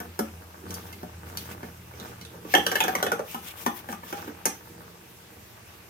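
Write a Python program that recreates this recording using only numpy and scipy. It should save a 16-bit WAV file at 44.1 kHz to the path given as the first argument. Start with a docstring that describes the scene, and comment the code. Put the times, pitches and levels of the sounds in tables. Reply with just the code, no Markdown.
"""Whisking thick batter in a steel bowl

Whisk blades knock, graze and rub a batter-damped bowl on a stone counter: struck modes and uneven hiss.
The bowl judders as filtered random bumps; near the end the steel handle rings on the rim.
A distant engine drones as two wavering tones and a rumble, over street noise in a room mode and a hush.
A small hard-walled kitchen adds banded echoes; a phone listens from above through two ports."""
import sys
import numpy as np
from scipy import signal
from scipy.fft import rfft, irfft, next_fast_len
from scipy.io import wavfile

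SR = 44100
rng = np.random.default_rng(int(sys.argv[2]) if len(sys.argv) > 2 else 0)


def wrap_up_sound(samples):
    """Save the sound to the file named by the first command line argument, as 16-bit audio."""
    columns = np.atleast_2d(samples).T
    # keep every value between -1 and 1, then stretch to whole-number steps
    tamed = np.clip(columns, -1, 1)
    steps = np.round(tamed * 32767).astype(np.int16)
    wavfile.write(sys.argv[1], SR, steps)


N = 259749

# Quiet noise of the room: hz, relative_density_db (per Hz)
HUSH_SPECTRUM = [(40, -17), (65, -3), (90, 4), (135, -16), (190, -4.5), (250, -34), (320, -7.5), (480, -16),
                 (750, -12.5), (1370, -17.5), (2570, -15), (3830, -22), (6490, -20), (9220, -26.5),
                 (12100, -18.5), (16000, -20)]
HUSH_DB = -51.5   # rms of the left-right mean
# Likeness of the two ports' sound: hz, likeness (1 = identical)
PORT_LIKENESS = [(60, 1), (180, 0.78), (550, 0.18), (1650, 0.38), (4970, -0.61), (15000, -0.75)]
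# Street noise, which feeds rumble and room mode: start_s, level_db
STREET_LEVEL = [(0, -58), (.5, -60.5), (1.7, -54), (3.1, -56.5), (3.5, -58), (4.7, -59.5), (5.89, -66)]
RUMBLE_OVER_STREET_DB, STREET_SWAY_DB = -8, 8
BOOM_HZ, BOOM_WIDTH_HZ = 172.1, 14.5   # the width is that of each of two passes
# Second engine order, climbing as the engine speeds up: start_s, pitch_hz, level_db
ENGINE_REV = [(0.5, 105, -75), (0.7, 107.6, -53), (1.4, 118.7, -56), (2.1, 122, -50.5), (2.85, 124.6, -57),
              (3.3, 122, -64)]
# A steady low order that dies away
IDLE_HZ, IDLE_DB, IDLE_LEAVES_S, IDLE_FADE_DB_PER_S = 84.6, -47.5, 1.25, 6.5
# Vigour of stirring, which drives rocking and grazes: start_s, relative_level_db
STIR_VIGOUR = [(0, -38.5), (.12, -56), (.62, -48), (.68, -42.5), (.8, -44), (.92, -51.5), (1.15, -51.5),
               (1.28, -46.5), (1.42, -47), (1.55, -43), (1.7, -52), (1.88, -55.5), (1.96, -48), (2.08, -41),
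               (2.2, -56.5), (2.35, -49.5), (2.42, -52.5), (2.6, -41), (2.95, -34), (3.2, -47.5),
               (3.3, -50.5), (3.6, -48.5), (3.8, -49), (4.0, -52.5), (4.2, -41.5), (4.4, -51),
               (4.82, -49.5), (5.0, -56)]
# Modes of bowl, counter and cupboard below: pitch_hz, width_hz (before widening), relative_level_db
THUD_MODES = [(180.3, 7.8, 10), (218, 7.2, 8), (238.5, 8.4, 6.5), (276.3, 6.8, 1.5), (300.5, 5.5, 5),
              (348.6, 3.5, 8.5), (354, 23, 0), (413, 29, 4.5), (439.5, 8.3, 5.5), (470, 12, 6.5),
              (522, 64, 5.5), (555, 76, 5), (665, 6.7, -10)]
# Modes of the damped bowl wall: pitch_hz, width_hz (before widening), relative_level_db
CLANK_MODES = [(713, 5.1, 15), (740, 58, 19.5), (782, 18, 15.5), (831, 3.4, 13.5), (1010, 39, -20.5),
               (1170, 49, 14), (1290, 24, 2.5), (1480, 61, 8), (1700, 7.7, 5.5), (1910, 156, -4.5),
               (2146, 36, 8), (2510, 35, 1), (2980, 23, 10.5), (3410, 30, 12), (3900, 18, 3)]
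GRAZES_PER_S, GRAZE_DB = 150, 4   # small blade touches, over the stirring level
# Blows of the blades: start_s, clank_peak_db, thud_rms_db, tick_rms_db (all before the room),
# thud_hz, strongest_clank_hz, second_clank_hz
KNOCKS = [(0.002, -28.5, -53.5, -59, 198, 707, 1480), (0.191, -16, -36.5, -49, 209, 555, 1393),
          (0.7, -62, -52, -79, 188, 710, 600), (0.706, -31, -55, -57, 186, 4060, 2200),
          (0.741, -51.5, -78, -53, 193, 6480, 5600), (0.927, -35, -65, -64, 190, 2640, 4200),
          (1.031, -31.5, -49.5, -73, 219, 627, 476), (1.372, -24, -64, -51, 246, 4330, 2480),
          (1.514, -42, -61, -70, 192, 2100, 825), (1.631, -30.5, -51.5, -74, 222, 830, 1500),
          (1.935, -41, -62, -82, 487, 2120, 1100), (1.999, -32.5, -59, -63, 185, 3900, 1170),
          (2.212, -35, -59, -66, 180, 4100, 2420), (2.25, -33.5, -65, -65, 340, 3780, 2600),
          (2.342, -54, -58.5, -88, 498, 836, 1480), (2.449, -37.5, -50, -89, 294, 810, 495),
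          (2.539, -4, -37, -46, 418, 1777, 785), (2.55, -3, -37, -42.5, 356, 3110, 740),
          (2.578, -30, -42, -54, 480, 830, 2860), (2.665, -10.5, -44, -44, 463, 1573, 3010),
          (2.716, -17, -47, -49, 443, 1645, 803), (2.755, -12.5, -45, -47.5, 470, 1730, 2700),
          (2.804, -8.5, -50, -45.5, 598, 2510, 890), (2.838, -16.5, -45, -48.5, 378, 768, 1690),
          (2.881, -15, -49, -52, 392, 767, 1610), (2.952, -13.5, -47, -47.5, 495, 1910, 1010),
          (3.027, -12, -42, -46, 383, 1476, 3250), (3.047, -33, -51, -67, 350, 1210, 1740),
          (3.065, -19, -43.5, -55, 450, 740, 1650), (3.118, -12.5, -40, -50, 482, 1350, 822),
          (3.193, -24, -41.5, -63, 487, 640, 1136), (3.345, -21.5, -49.5, -59.5, 230, 1016, 1290),
          (3.663, -11.5, -38.5, -50, 245, 1013, 1780), (3.888, -26.5, -48.5, -67, 242, 821, 1590),
          (3.926, -26.5, -54, -59.5, 188, 1180, 1480), (4.032, -33.5, -60, -86, 227, 1010, 1740),
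          (4.127, -24, -48.5, -59.5, 321, 1374, 810), (4.277, -31, -47, -82, 304, 822, 1800),
          (4.455, -15, -43.5, -39, 374, 1680, 1440), (4.461, -19, -46, -58, 230, 870, 2370)]
# Heavily damped whisk wires: pitch_hz, width_hz (before widening), relative_level_db
TICK_MODES = [(5000, 240, -9.5), (6030, 530, 4), (9800, 850, -3.5), (12170, 930, -1.5), (15200, 650, -17)]
# Stiff wires, ringing briefly when struck: pitch_hz, width_hz, relative_level_db
WIRE_MODES = [(4330, 29, -7), (4790, 290, -8), (4590, 100, 11), (5800, 110, -17), (8000, 70, -13),
              (8050, 160, 12)]
WIRE_SHARE = 0.34
BOUNCES_PER_S, BOUNCE_S, BOUNCE_SHARE = 700, 0.008, 0.8   # several blades land in a quick dying run
BATTER_DETUNE, LEAST_DAMPING = 0.012, 0.016   # batter shifts and damps the modes, as shares of pitch
# Strongest and second clank against the rest of the wall; their width over pitch
STRONG_SHARE, SECOND_SHARE, MODE_DAMPING = 0.86, 0.46, 0.059
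SOFT_TICK_DB = -29   # tick under clank for a blow of middling hardness
# Blade strokes along the wall: middle_s, length_s, relative_level_db
STROKES = [(0.754, 0.34, -52), (0.865, 0.41, -57), (1.292, 0.13, -52), (1.434, 0.31, -49.5),
           (1.521, 0.07, -46.5), (1.654, 0.13, -57), (2.016, 0.29, -53), (2.093, 0.16, -58),
           (2.548, 0.16, -45.5), (2.62, 0.55, -50), (2.913, 0.63, -47), (3.315, 0.2, -45),
           (3.41, 0.18, -54), (3.483, 0.15, -42.5), (3.62, 0.19, -45.5), (3.72, 0.2, -56),
           (3.786, 0.1, -44.5), (3.922, 0.12, -48), (4.087, 0.16, -48), (4.199, 0.33, -50)]
# Colour of the rubbing: hz, relative_density_db (per Hz)
RUB_SPECTRUM = [(500, -41), (900, -2.5), (1800, -2), (2800, 5), (4200, -5), (6500, -0.5), (9000, -10),
                (10800, -10), (12300, -1), (15000, -11.5), (17000, -25)]
GRIT_PER_S, GRIT_SHARE, GRIP_DB = 2500, 0.3, 1.2   # fine catches in a stroke; how unevenly it grips
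# Steel handle laid on the rim: start_s, peak_db (before the room)
HANDLE_DROP = (4.455, -11)
# Modes of the handle's tube: pitch_hz, width_hz (before widening), relative_level_db
HANDLE_MODES = [(6050, 55, -10), (6400, 50, -27), (6550, 26, 5), (6530, 100, 1), (8370, 63, -1.5),
                (10200, 120, -12), (13200, 70, -13), (13300, 70, -15), (14800, 83, -17)]
# Reverberation of the kitchen: hz, t60_s
KITCHEN_DECAY = [(500, 0.25), (1500, 0.27), (4000, 0.27), (12000, 0.17)]
# Wandering of the whisk across the bowl: start_s, left_minus_right_db
WHISK_SIDE = [(0, -0.5), (1.5, -2.5), (2.5, -2.5), (3.2, -1), (3.7, 1.5), (4.2, -2.5), (4.6, -2)]
# Colour difference of the ports, one shaded by the hand: hz, left_minus_right_db
PORT_BALANCE = [(60, -16), (150, 9), (380, -5.5), (950, 5), (2380, -2.5), (5980, -3), (15000, 22.5)]
RIGHT_LAG_S = 0.00043   # the right port lies farther off


def from_db(db):
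    """Decibels express an amplitude ratio on a logarithmic scale."""
    return 10 ** (np.asarray(db) / 20)


def rms_one(x):
    """Dividing by the root mean square gives unit effective amplitude."""
    return x / np.sqrt(np.mean(x ** 2) + 1e-20)


def in_time(rows):
    """Linear interpolation in time turns breakpoints into continuous curves."""
    s, *columns = np.transpose(rows)
    return [np.interp(np.arange(N) / SR, s, c) for c in columns]


def at_hz(points, hz):
    """Interpolation over log frequency follows equal musical intervals."""
    point_hz, value = np.transpose(points)
    return np.interp(np.log(hz), np.log(point_hz), value)


def drift(rate_hz):
    """Low-passed noise is a slow random fluctuation, here of unit spread."""
    r = np.exp(-80 * np.pi * rate_hz / SR)   # one step every 40 samples
    steps = rng.standard_normal(N // 40 + 2002)
    slow = signal.lfilter([1], [1, -2 * r, r * r], steps)[2000:]   # past the filter's start
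    return np.interp(np.arange(N) / 40, np.arange(len(slow)), rms_one(slow))


def band(x, low_hz, high_hz):
    """A band-pass filter keeps the energy between two frequencies."""
    edges_hz = [low_hz, min(high_hz, .45 * SR)]
    return signal.sosfilt(signal.butter(2, edges_hz, "band", fs=SR, output="sos"), x)


def resonance(x, hz, width_hz):
    """A damped oscillator has two poles; its response peaks at gain 1, at least 5 Hz wide."""
    r = np.exp(-np.pi * max(width_hz, 5) / SR)
    poles = [1, -2 * r * np.cos(2 * np.pi * hz / SR), r * r]
    return signal.lfilter([(1 - r * r) / 2, 0, (r * r - 1) / 2], poles, x)


def body(x, modes, widen, spread_db=0., detune=0.):
    """Modal superposition: parallel modes of alternating sign, with chance strengths and shifts."""
    luck, shift = rng.normal(0, 1, (2, len(modes)))
    total = 0
    for k, (hz, width_hz, db) in enumerate(modes):
        gain = (-1) ** k * from_db(db + spread_db * luck[k])
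        total = total + gain * resonance(x, hz * (1 + detune * shift[k]), widen * width_hz)
    return total


def two_ports(mid, side, alike):
    """Mid and side noise, weighted in power, set the correlation of two channels."""
    return np.sqrt(1 + alike) * mid + np.sqrt(1 - alike) * side * [[1], [-1]]


def banded_noise(spectrum, patchy_db, alike_share):
    """Spectral shaping by narrow noise bands, each with its own level, flicker and likeness."""
    out, edges_hz = 0, 45 * 2 ** np.arange(0, 8.8, .4)
    white = rng.standard_normal((2, 2, N))   # neighbouring bands use different noise
    for k, (low, high) in enumerate(zip(edges_hz, edges_hz[1:])):
        mid, side = band(band(white[k % 2], low, high), .8 * low, 1.25 * high)
        hz = np.sqrt(low * high)
        alike = np.clip(alike_share + at_hz(PORT_LIKENESS, hz), 0, 1)
        gain = from_db(at_hz(spectrum, hz) + patchy_db * drift(8.0))
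        out = out + gain * two_ports(mid, side, alike)
    return out


def room_hush():
    """Broadband noise: many faint sources merge into a coloured, flickering hush."""
    noise = banded_noise(HUSH_SPECTRUM, patchy_db=1.54, alike_share=0)
    return from_db(HUSH_DB) * noise / np.std(noise.mean(axis=0))


def boom():
    """Room resonance: street noise excites one low mode of the air."""
    air = rng.standard_normal(N)
    for _ in range(2):
        air = resonance(air, BOOM_HZ, BOOM_WIDTH_HZ)
    return from_db(in_time(STREET_LEVEL)[0]) * rms_one(air)


def engine():
    """Periodic firing gives tonal orders: two wavering low sines, over a rumble of filtered noise."""
    t = np.arange(N) / SR
    idle = IDLE_HZ, IDLE_DB - IDLE_FADE_DB_PER_S * np.maximum(t - IDLE_LEAVES_S, 0)
    orders = 0
    for hz, db in (idle, in_time(ENGINE_REV)):
        phase = 2 * np.pi * np.cumsum(hz + 2.37 * drift(9.0)) / SR
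        orders = orders + np.sqrt(2) * from_db(db + 2.6 * drift(5.3)) * np.sin(phase)
    rumble = rms_one(band(band(rng.standard_normal(N), 48, 206), 87, 211))
    street_db = in_time(STREET_LEVEL)[0]
    return orders + from_db(street_db + RUMBLE_OVER_STREET_DB + STREET_SWAY_DB * drift(0.53)) * rumble


def rocking(level_db):
    """Random impulsive excitation: juddering on stone sends uneven soft bumps into the low modes."""
    bumps = (rng.random(N) < 400. / SR) * rng.standard_normal(N)
    bumps = bumps * from_db(level_db + 1.26 * drift(6.3)) + 1e-18
    return from_db(31.0) * band(body(bumps, THUD_MODES, widen=2.92), 162, 623)


def grazes(level_db):
    """Damped modal response: blade tips touch the wall faintly at random, dulled by the batter."""
    touches = (rng.random(N) < GRAZES_PER_S / SR) * rng.standard_normal(N)
    touches = touches * from_db(level_db + GRAZE_DB) + 1e-18
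    return from_db(13) * body(band(touches, 400, 1500), CLANK_MODES, widen=7)


def thud_of(shove, thud_hz):
    """Low modes answer a shove most strongly near the pitch of the blow."""
    under = [(hz, width, db - 9.0 * abs(np.log2(hz / thud_hz))) for hz, width, db in THUD_MODES]
    thud = rms_one(body(shove, under, widen=1.3, spread_db=4, detune=BATTER_DETUNE))
    return rms_one(thud + 0.5 * rms_one(resonance(shove, thud_hz, width_hz=27)))


def clank_of(click, strong_hz, second_hz, hardness):
    """Selective excitation: modes near two pitches wake most, and harder blows crack higher up."""
    near = []
    for hz, width_hz, db in CLANK_MODES:
        octaves_off = min(abs(np.log2(hz / strong_hz)), abs(np.log2(hz / second_hz)))
        near.append((hz, max(width_hz, LEAST_DAMPING * hz), db - 9.2 * octaves_off))
    clank = rms_one(body(click, near, widen=1.8, spread_db=4.5, detune=BATTER_DETUNE))
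    for share, hz in ((STRONG_SHARE, strong_hz), (SECOND_SHARE, second_hz)):
        clank = clank + share * rms_one(resonance(click, hz, MODE_DAMPING * hz))
    clank = clank + 0.73 * rms_one(band(click, 617, 1660))
    clank = clank + 0.27 * hardness * rms_one(band(click, 900, 3070))
    return clank / np.abs(clank).max()


def tick_of(click, t):
    """Heavily damped wires turn a dying rattle into a tick; stiff wires ring briefly."""
    rattle = rng.standard_normal(len(t)) * (np.exp(-t / 0.00065) + 0.91 * np.exp(-t / 0.0086))
    tick = rms_one(body(rattle, TICK_MODES, widen=1.5, spread_db=2))
    wires = rms_one(body(click, WIRE_MODES, widen=1, spread_db=6.0, detune=BATTER_DETUNE))
    return rms_one(tick + WIRE_SHARE * wires)


def knocks():
    """Impact excitation: each contact wakes a thud below, and a clank and a tick of wall and wires."""
    thuds, clacks, t = np.zeros(N), np.zeros(N), np.arange(int(.35 * SR)) / SR
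    shove = band(np.exp(-t / 0.00013), 200, 830)   # the blow as the counter feels it
    for s, clank_db, thud_db, tick_db, thud_hz, strong_hz, second_hz in KNOCKS:
        bounces = (rng.random(len(t)) < BOUNCES_PER_S / SR) * rng.standard_normal(len(t))
        bounces = bounces * np.exp(-t / BOUNCE_S)
        click = signal.unit_impulse(len(t)) + BOUNCE_SHARE * bounces + 1e-18
        hardness = from_db(3.2 * (tick_db - clank_db - SOFT_TICK_DB))   # much tick means a hard blow
        thud = from_db(thud_db) * thud_of(shove, thud_hz)
        clank = from_db(clank_db) * clank_of(click, strong_hz, second_hz, hardness)
        tick = from_db(tick_db) * tick_of(click, t)
        at = round(s * SR)
        thuds[at:at + len(t)] += thud
        clacks[at:at + len(t)] += clank + tick
    return thuds, clacks


def rubbing():
    """Sliding friction: blades on wet steel give uneven hiss with fine grit in it."""
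    t = np.arange(N) / SR
    pressure = 0
    for middle_s, length_s, db in STROKES:
        swell = np.cos(np.pi * np.clip((t - middle_s) / length_s, -.5, .5)) ** 2
        pressure = pressure + from_db(db) * swell
    hiss = banded_noise(RUB_SPECTRUM, patchy_db=3.0, alike_share=0.1)
    catches = (rng.random(N) < GRIT_PER_S / SR) * rng.standard_normal(N) * rng.exponential(1, N) + 1e-18
    grit = rms_one(band(catches, 2700, 13900))
    late_grit = np.interp(t - RIGHT_LAG_S, t, grit)
    grip = from_db(GRIP_DB * drift(40))
    return pressure * grip * (rms_one(hiss) + GRIT_SHARE * np.array([grit, late_grit]))


def handle():
    """Impulse response of a tube: one blow on the rim sets its bright modes ringing."""
    s, peak_db = HANDLE_DROP
    ring = body(signal.unit_impulse(N, round(s * SR)) + 1e-18, HANDLE_MODES, widen=1.5)
    return from_db(peak_db) * ring / np.abs(ring).max()


def kitchen(x):
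    """Reverberation: close hard walls give dense echoes, dying band by band, more alike in the bass."""
    t, edges_hz = np.arange(int(.5 * SR)) / SR, 400 * 2 ** np.arange(0, 6.5)
    white, echoes = rng.standard_normal((2, 2, len(t))), 0
    for k, (low, high) in enumerate(zip(edges_hz, edges_hz[1:])):
        mid, side = band(white[k % 2], low, high)
        hz = np.sqrt(low * high)
        both = two_ports(mid, side, np.clip(at_hz(PORT_LIKENESS, hz), 0, 1))
        echoes = echoes + both * from_db(-60 * t / at_hz(KITCHEN_DECAY, hz))
    onset = 1 - np.exp(-(t / 0.0005) ** 2)
    early = 1 + 0.44 * np.exp(-t / 0.0034)   # counter and tiles answer first and loudest
    echoes = echoes * onset * early
    echoes = echoes / np.sqrt(np.sum(echoes ** 2) / 2)
    return signal.fftconvolve(x[None], echoes, axes=1)[:, :N]


def ports(x):
    """Linear filtering: each port has its own frequency response, and so its own colour."""
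    size = next_fast_len(N + 4096)
    hz = np.maximum(np.fft.rfftfreq(size, 1 / SR), 1)
    tilt = from_db(np.outer([.5, -.5], at_hz(PORT_BALANCE, hz)))
    return irfft(rfft(x, size) * tilt, size)[:, :N]


def scene():
    """Superposition: direct and reflected bowl sounds reach the ports, over the background."""
    stir_db, = in_time(STIR_VIGOUR)
    thuds, clacks = knocks()
    clacks = clacks + handle() + grazes(stir_db)
    counter = thuds + rocking(stir_db)   # a wide source, equally far from both ports
    late = np.interp(np.arange(N) - RIGHT_LAG_S * SR, np.arange(N), clacks)
    echoes = kitchen(from_db(-3.5) * clacks + from_db(-7.0) * thuds)
    hush = room_hush()
    whisk = np.array([clacks, late]) + counter + echoes + rubbing()
    side = from_db(np.outer([.5, -.5], in_time(WHISK_SIDE)[0]))
    return ports(side * whisk) + engine() + boom() + hush


def low_pass(x):
    """Removes everything above the highest recorded frequency."""
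    return signal.sosfilt(signal.butter(12, 16810, fs=SR, output="sos"), x)


def record(dry):
    """Saturation rounds the peaks; limited bandwidth cuts the deep bass and the top."""
    mix = .85 * np.tanh(dry / .85)
    mix = signal.sosfilt(signal.butter(1, 55, "high", fs=SR, output="sos"), mix)
    mix = signal.sosfilt(signal.butter(8, 15800, fs=SR, output="sos"), mix)
    return low_pass(mix)


dry = scene()
out = record(dry)
wrap_up_sound(out)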